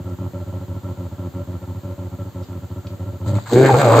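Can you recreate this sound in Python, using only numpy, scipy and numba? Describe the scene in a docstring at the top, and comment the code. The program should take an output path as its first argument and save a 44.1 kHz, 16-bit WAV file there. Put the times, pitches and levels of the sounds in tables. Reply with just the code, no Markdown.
"""Bear purring, then roaring

A brown bear nuzzles another in an open enclosure and purrs in short throbbing bursts: slow slaps of
the vocal folds excite chest and throat. The purr swells, paws scuff the dirt, and a loud hoarse roar
breaks out, uneven pulses and breath filtered by the opening mouth. It cracks once into a squeal.
A faint outdoor hiss lies underneath."""
import sys
import numpy as np
from scipy import signal
from scipy.fft import rfft, irfft
from scipy.io import wavfile
from scipy.ndimage import uniform_filter1d
from numba import njit

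SR = 44100
rng = np.random.default_rng(int(sys.argv[2]) if len(sys.argv) > 2 else 0)


def transcribe(u):
    """Save the signal u as a 16-bit wav file named by the first command-line argument.

    u: samples, shape (n,) or (channels, n), limited to [-1, 1]; the rate is SR.
    q: integer samples, one column per channel.
    """
    v = np.clip(np.atleast_2d(u).T, -1, 1)
    q = np.round(v * 32767).astype(np.int16)
    wavfile.write(sys.argv[1], SR, q)


N = 176400
T = np.arange(N) / SR


def from_db(db):
    """Amplitude ratio of a level in decibels."""
    return 10 ** (np.asarray(db) / 20)


def rms_one(x):
    """Normalisation to unit mean power."""
    return x / np.sqrt(np.mean(x ** 2) + 1e-20)


def even(x):
    """Division by the running RMS holds the power near one."""
    return x / np.sqrt(np.abs(uniform_filter1d(x * x, size=700)) + 1e-12)


def in_time(rows):
    """Linear interpolation in time, one curve per column after the first."""
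    times, *columns = np.transpose(rows)
    return [np.interp(T, times, column) for column in columns]


def onset(rows):
    """A 5 ms ramp from silence, complete at the time of the first row."""
    return np.clip((T - rows[0][0]) * 200 + 1, 0, 1)


def at_hz(points, hz):
    """Interpolation on a logarithmic frequency axis."""
    freqs, values = np.transpose(points)
    return np.interp(np.log(hz + 1), np.log(freqs), values)


def colour(x, spectrum):
    """Minimum-phase filter: folding the cepstrum makes the given spectrum causal."""
    n = 2 * N
    cepstrum = irfft(np.log(from_db(at_hz(spectrum, np.arange(N + 1) * SR / n))))
    cepstrum[1:N] *= 2
    cepstrum[N + 1:] = 0
    return irfft(rfft(x, n) * np.exp(rfft(cepstrum)))[..., :N]


def drift(rate_hz):
    """Random modulation: low-passed noise of unit power."""
    lowpass = signal.butter(2, rate_hz, fs=SR, output="sos")
    return rms_one(signal.sosfilt(lowpass, rng.standard_normal(N)))


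def stereo_noise(spectrum):
    """Partly coherent noise: the ears agree in the bass and less in the treble."""
    # interaural coherence: f/Hz, coherence (0-1)
    coherence = [(100,.99),(500,.97),(1000,.85),(2000,.5),(4500,.4),(8000,.55),(14000,.66)]
    alike = np.clip(at_hz(coherence, np.arange(N // 2 + 1) * SR / N), 0, 1)
    mid, side = rfft(rng.standard_normal((2, N)))
    ears = irfft(mid * np.sqrt(1 + alike) + side * np.sqrt(1 - alike) * [[1], [-1]])
    return rms_one(colour(ears, spectrum))


@njit
def resonate(x, hz, width_hz):
    """Two-pole resonator with a moving centre frequency."""
    y, r = np.zeros(len(x)), np.exp(-np.pi * width_hz / SR)
    for i in range(2, len(x)):
        drive = (1 - r * r) / 2 * (x[i] - x[i - 2])
        y[i] = drive + 2 * r * np.cos(2 * np.pi * hz[i] / SR) * y[i - 1] - r * r * y[i - 2]
    return y


def envelope(age, length, attack_s, release_s):
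    """Linear rise, hold and exponential decay."""
    return np.clip(age / attack_s, 0, 1) * np.exp(-np.maximum(age - length, 0) / release_s)


def purr_bursts(bursts, hz, throat_db, rasp_db, attack_s):
    """Source and filter: fold slaps on a sagging pitch and breath ring the throat over a chest tone."""
    # response of the throat to the slaps, mouth shut: f/Hz, relative level/dB
    throat_response = [(90,-49),(135,12),(175,1),(270,-1),(365,-3.5),(440,-26.5),(500,-22),(570,-0.5),(680,-39.5),(900,-16),(1150,-27.5),(1290,-24.5),(1360,-11.5),(1450,-59),(2400,-39.5),(5000,-62)]
    # its response to breath noise: f/Hz, relative level/dB
    rasp_response = [(60,-33),(150,-19.5),(330,5.5),(450,-5),(570,15.5),(700,-4.5),(900,3.5),(1250,-11),(1350,7),(1480,-23),(2000,-12.5),(2550,-37),(3100,-12.5),(3500,-30),(4200,-31),(9000,-50)]
    sag_hz_per_s, jitter_s = 55, 0.00027
    chest_pull_hz = 5.8   # the chest rings a little above the folds' rate
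    chest, slaps, airflow = np.zeros((3, N + SR))
    age = np.arange(SR // 5) / SR
    for start, length, db in bursts:
        span = slice(int(start * SR), int(start * SR) + len(age))
        cycles = (hz + rng.normal(0, 1.5)) * age - sag_hz_per_s * age ** 2 / 2
        # the chest tone sinks halfway through a long burst
        dip_db = (length > .08) * 6 * np.exp(-((age - length * 0.51) / 0.019) ** 2)
        tone = np.cos(2 * np.pi * (cycles + chest_pull_hz * (age - length / 2) - .12))
        chest[span] -= from_db(db - dip_db) * envelope(age, length - .004, attack_s, 0.015) * tone
        effort = from_db(db + throat_db) * envelope(age + 0.0074, length, 0.0092, 0.0096)
        closures = np.flatnonzero(np.diff(np.floor(cycles), prepend=-1))
        jitter, shimmer = rng.standard_normal((2, 32))[:, :len(closures)]
        slap_at = span.start + closures + (jitter * jitter_s * SR).astype(int)
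        slaps[slap_at] += effort[closures] * from_db(2 * shimmer)
        airflow[span] += effort * (0.29 + 1.23 * np.exp(-(cycles % 1) / 0.17))
    ring = colour(slaps[:N], throat_response)
    ring *= np.sqrt(np.sum(slaps ** 2) / np.sum(ring ** 2) * SR / hz)
    rasp = colour(airflow[:N] * rng.standard_normal(N), rasp_response)
    rasp *= np.sqrt(np.sum(airflow ** 2) / np.sum(rasp ** 2))
    return from_db(-21.5) * chest[:N] - from_db(-32) * ring + from_db(rasp_db) * rasp


def purr():
    """Intermittent phonation: a run of soft bursts, then two forced ones, higher and louder."""
    # soft bursts: t/s, duration/s, relative level/dB
    bursts = [(0,.014,2),(.045,0.097,2),(.187,0.087,3.5),(.335,0.099,1),(.463,0.046,-0.5),(.527,0.057,1.5),(.603,0.043,-1),(.68,0.048,2.5),(.743,0.039,0),
              (.833,0.09,2.5),(.974,0.1,1.5),(1.113,0.026,-1),(1.182,0.1,1.5),(1.338,0.088,2),(1.474,0.098,1.5),(1.617,0.031,-1),(1.675,0.051,0.5),
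              (1.748,.041,-0.5),(1.834,0.097,0.5),(1.98,0.1,0.5),(2.117,0.032,-1),(2.187,0.046,0.5),(2.251,0.036,-1),(2.347,0.0816,1.5),(2.486,.099,-0.5),
              (2.622,0.033,-1.5),(2.702,0.027,1),(2.76,0.037,0),(2.847,0.027,0.5),(2.903,.047,-0.5),(2.995,0.047,1.5),(3.058,0.049,1),(3.123,0.043,-1),(3.203,0.057,1.5)]
    # forced bursts: t/s, duration/s, relative level/dB
    swells = [(3.262,0.054,8.5),(3.323,0.052,9.5)]
    soft = purr_bursts(bursts, hz=91.84, throat_db=-1.96, rasp_db=-38, attack_s=0.017)
    forced = purr_bursts(swells, hz=100.2, throat_db=-2.5, rasp_db=-34, attack_s=0.014)
    return signal.sosfilt(signal.butter(3, 75, "high", fs=SR, output="sos"), soft + forced)


def outdoor_air():
    """Ambient noise: a faint, stationary broadband hiss."""
    # faint outdoor hiss, with a 9-11 kHz band filtered out: f/Hz, relative level/dB
    spectrum = [(25,-12),(60,-10),(150,15.5),(500,6.5),(900,4),(1500,-1.5),(2500,-9),(3100,-7),(4400,-7),(5300,-15.5),(5900,-15.5),(6500,-7.5),(7500,-6.5),(8400,-15.5),(8900,-24),(11300,-24),(11800,-14),(13500,-10),(15500,-12)]
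    return from_db(-46) * stereo_noise(spectrum)


def scuffs():
    """Friction noise: paws, fur and muzzle rub in short band-limited puffs."""
    # rubbing contacts: t/s, duration/s, level/dB, band frequency f/Hz
    contacts = [(0.094,.005,-59,7200),(2.423,0.026,-54.5,4600),(2.867,0.0065,-43,3900),(3.35,0.035,-48,2210),(3.383,.005,-30,936),(3.459,0.022,-36,1330),(3.49,0.028,-35.5,940)]
    puffs = np.zeros(N)
    for start, length, db, hz in contacts:
        band = signal.butter(2, [hz * 0.65, hz * 1.17], "band", fs=SR, output="sos")
        grit = rms_one(signal.sosfilt(band, rng.standard_normal(N)))
        puffs += from_db(db) * grit * envelope(T - start, length, attack_s=0.0023, release_s=0.0041)
    return puffs


def roar():
    """Formant filtering of uneven pulses and breath over chest tone and rumble; gives sound, airflow."""
    # phonation: t/s, pitch f/Hz, chest tone level/dB, roughness (0-1)
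    phonation = [(3.49,114.9,-32,0.45),(3.525,117.7,-33.5,0.46),(3.546,118.7,-14.5,0.3),(3.575,127,-15.5,.15),(3.605,131.9,-14,0.19),(3.645,136.1,-14.5,0.35),(3.68,133.6,-16,0.4),(3.715,129.6,-19,0.24),(3.74,121,-9.5,.35),(3.765,128,-20.5,.45),
                 (3.793,146.7,-14.5,.2),(3.822,138.4,-29,0.35),(3.845,126.9,-15,0.37),(3.875,115.2,-17,0.41),(3.92,112.2,-14.5,0.48),(3.96,116,-16,0.55),(4.0,123.6,-13,.7)]
    # first formant as the mouth opens: t/s, f/Hz, level/dB
    mouth = [(3.49,300,-58),(3.515,305,-30),(3.532,320,-12),(3.55,350,-15),(3.565,352,-10),(3.6,382,-11.5),(3.654,372,-10),(3.684,366,-20.5),(3.712,447,-14.5),
             (3.73,515,-27),(3.743,473.4,-11),(3.774,472,-17.5),(3.82,517,-21),(3.85,520,-12.5),(3.89,560,-13),(3.95,537.8,-13.5),(4.0,489.8,-11.5)]
    # upper formants: t/s, second f/Hz, level/dB, third f/Hz, level/dB
    upper_formants = [(3.48,950,-69,1400,-51),(3.51,920,-34,1400,-54),(3.535,795,-48,1500,-48),(3.56,790,-36,1600,-29.5),(3.61,770,-33,1440,-29.5),(3.655,860,-37,1574,-20.5),(3.7,840,-14.5,1570,-27),
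                      (3.73,775,-38,1320,-32.5),(3.745,860,-15.5,1240,-22),(3.77,800,-25.5,1420,-33.5),(3.805,720,-19.5,1510,-21.5),(3.85,780,-25.5,1240,-24),(3.89,890.6,-21,1250,-26.5),(3.94,880,-16,1230,-21.5),(4.0,878.6,-20.5,1240,-20.5)]
    # rumble between the lowest harmonics: f/Hz, relative level/dB
    rumble_spectrum = [(25,-23),(55,-24),(110,-7.5),(170,-8.5),(220,-4),(320,-1.5),(460,-3.5),(800,-21.5),(3000,-78)]
    hz, chest_db, rough = in_time(phonation)
    first_hz, first_db = in_time(mouth)
    second_hz, second_db, third_hz, third_db = in_time(upper_formants)
    jitter, shimmer_db, scatter_s = .025, 9.5, 0.0064   # jitter and shimmer at full roughness
    cycles = np.cumsum(hz * (1 + jitter * rough * drift(70))) / SR
    closures = np.diff(np.floor(cycles), prepend=0)
    pulses = rms_one(closures * from_db(shimmer_db * rough * drift(72)))
    age = T[:SR // 30]
    smear = rng.standard_normal(len(age)) * np.exp(-age / scatter_s)
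    scattered = rms_one(signal.fftconvolve(pulses, smear)[:N])
    airflow = rms_one(2.4 + np.exp(-(cycles % 1) / 1.2))

    def formant(folds, centre_hz, db, width_hz, breath):
        """Two resonators in cascade; roughness trades fold pulses for breath noise."""
        source = (1 - rough) * folds + breath * rough * airflow * rng.standard_normal(N)
        ring = resonate(source, centre_hz, width_hz)
        return from_db(db) * even(resonate(ring, centre_hz, width_hz * 2.24))

    voice = (formant(pulses, first_hz, first_db, width_hz=116.0, breath=1.0)
             - formant(pulses, second_hz, second_db, width_hz=273.0, breath=1.56)
             + formant(scattered, third_hz, third_db, width_hz=317.0, breath=.45)
             + formant(scattered, np.full(N, 2020.0), third_db - 14, width_hz=400.0, breath=.5))
    chest = from_db(chest_db) * np.sqrt(2) * np.sin(2 * np.pi * cycles)
    rumble = from_db(first_db - 6) * even(colour(airflow * rng.standard_normal(N), rumble_spectrum))
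    return onset(phonation) * (voice + chest + rumble), airflow


def breath_hiss(airflow):
    """Amplitude modulation: breath noise pulses with the airflow and flickers at random."""
    # course of the hiss, from the swell through the roar: t/s, level/dB
    course = [(3.24,-66),(3.28,-39.5),(3.32,-49),(3.37,-44),(3.42,-50.5),(3.46,-47),(3.49,-38.5),(3.535,-31),(3.56,-33),(3.61,-33.5),(3.66,-33),(3.73,-35),(3.8,-29.5),(3.87,-32),(3.91,-33),(3.95,-29.5),(4.0,-26.5)]
    # breath hiss, with a 9-11 kHz band filtered out: f/Hz, relative level/dB
    spectrum = [(900,-5),(1600,6.5),(2100,-1),(2800,-4),(3800,6.5),(4600,5),(5000,-4),(5800,-11),(6500,2),(7400,5),(8400,0),(8900,-47),(11300,-53),(11900,-8),(15500,-12)]
    grit = airflow * rms_one(from_db(2.5 * drift(150)))
    hiss = onset(course) * from_db(in_time(course)[0]) * grit * stereo_noise(spectrum)
    return hiss * from_db([[0.95], [-0.95]])   # slightly to the left


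def squeal(start, length, from_hz, to_hz, db):
    """Register break: the voice cracks into one falling, nearly pure tone."""
    age = np.maximum(T - start, 0)
    hz = to_hz + (from_hz - to_hz) * np.exp(-age / .011)
    phase = 2 * np.pi * np.cumsum(hz) / SR
    tone = np.sin(phase) + 0.045 * np.sin(2 * phase)
    return from_db(db) * envelope(age, length, attack_s=0.005, release_s=0.0058) * tone


def enclosure(x):
    """Scattering by ground and fence: early reflections widen the treble, a faint tail follows."""
    # how much the reflections differ between the ears: f/Hz, relative level/dB
    side_spectrum = [(110,-27.5),(220,-18.5),(350,-13.5),(550,-15.5),(800,-13.5),(1400,-8.5),(2500,-3)]
    t60_s, right_delay_s = 0.47, .00003
    age = T[:SR // 3]
    tail = rng.standard_normal(len(age)) * from_db(-60 * age / t60_s) * (age > .012)
    early = rng.standard_normal(len(age)) * np.exp(-age / 0.044) * (age > .003)
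    reverb, side = [signal.fftconvolve(x, h / np.sqrt(np.sum(h * h)))[:N] for h in (tail, early)]
    side = colour(side, side_spectrum)
    left, right = x + from_db(-15) * reverb + from_db(1) * side * [[1], [-1]]
    return np.array([left, np.interp(T - right_delay_s, T, right)])


def scene():
    """Superposition of the bears, their reflections and the open air."""
    roaring, airflow = roar()
    hiss = breath_hiss(airflow)
    bears = purr() + scuffs() + roaring
    bears += squeal(start=3.689, length=0.032, from_hz=900, to_hz=779, db=-9.5)
    return enclosure(bears) + hiss + outdoor_air()


def record(dry):
    """Soft saturation rounds the highest peaks; a steep low-pass cuts the top."""
    rounded = dry / (1 + dry ** 8) ** (1 / 8)
    return signal.sosfilt(signal.ellip(10, .2, 80, 15500, fs=SR, output="sos"), rounded)


dry = scene()
out = record(dry)
transcribe(out)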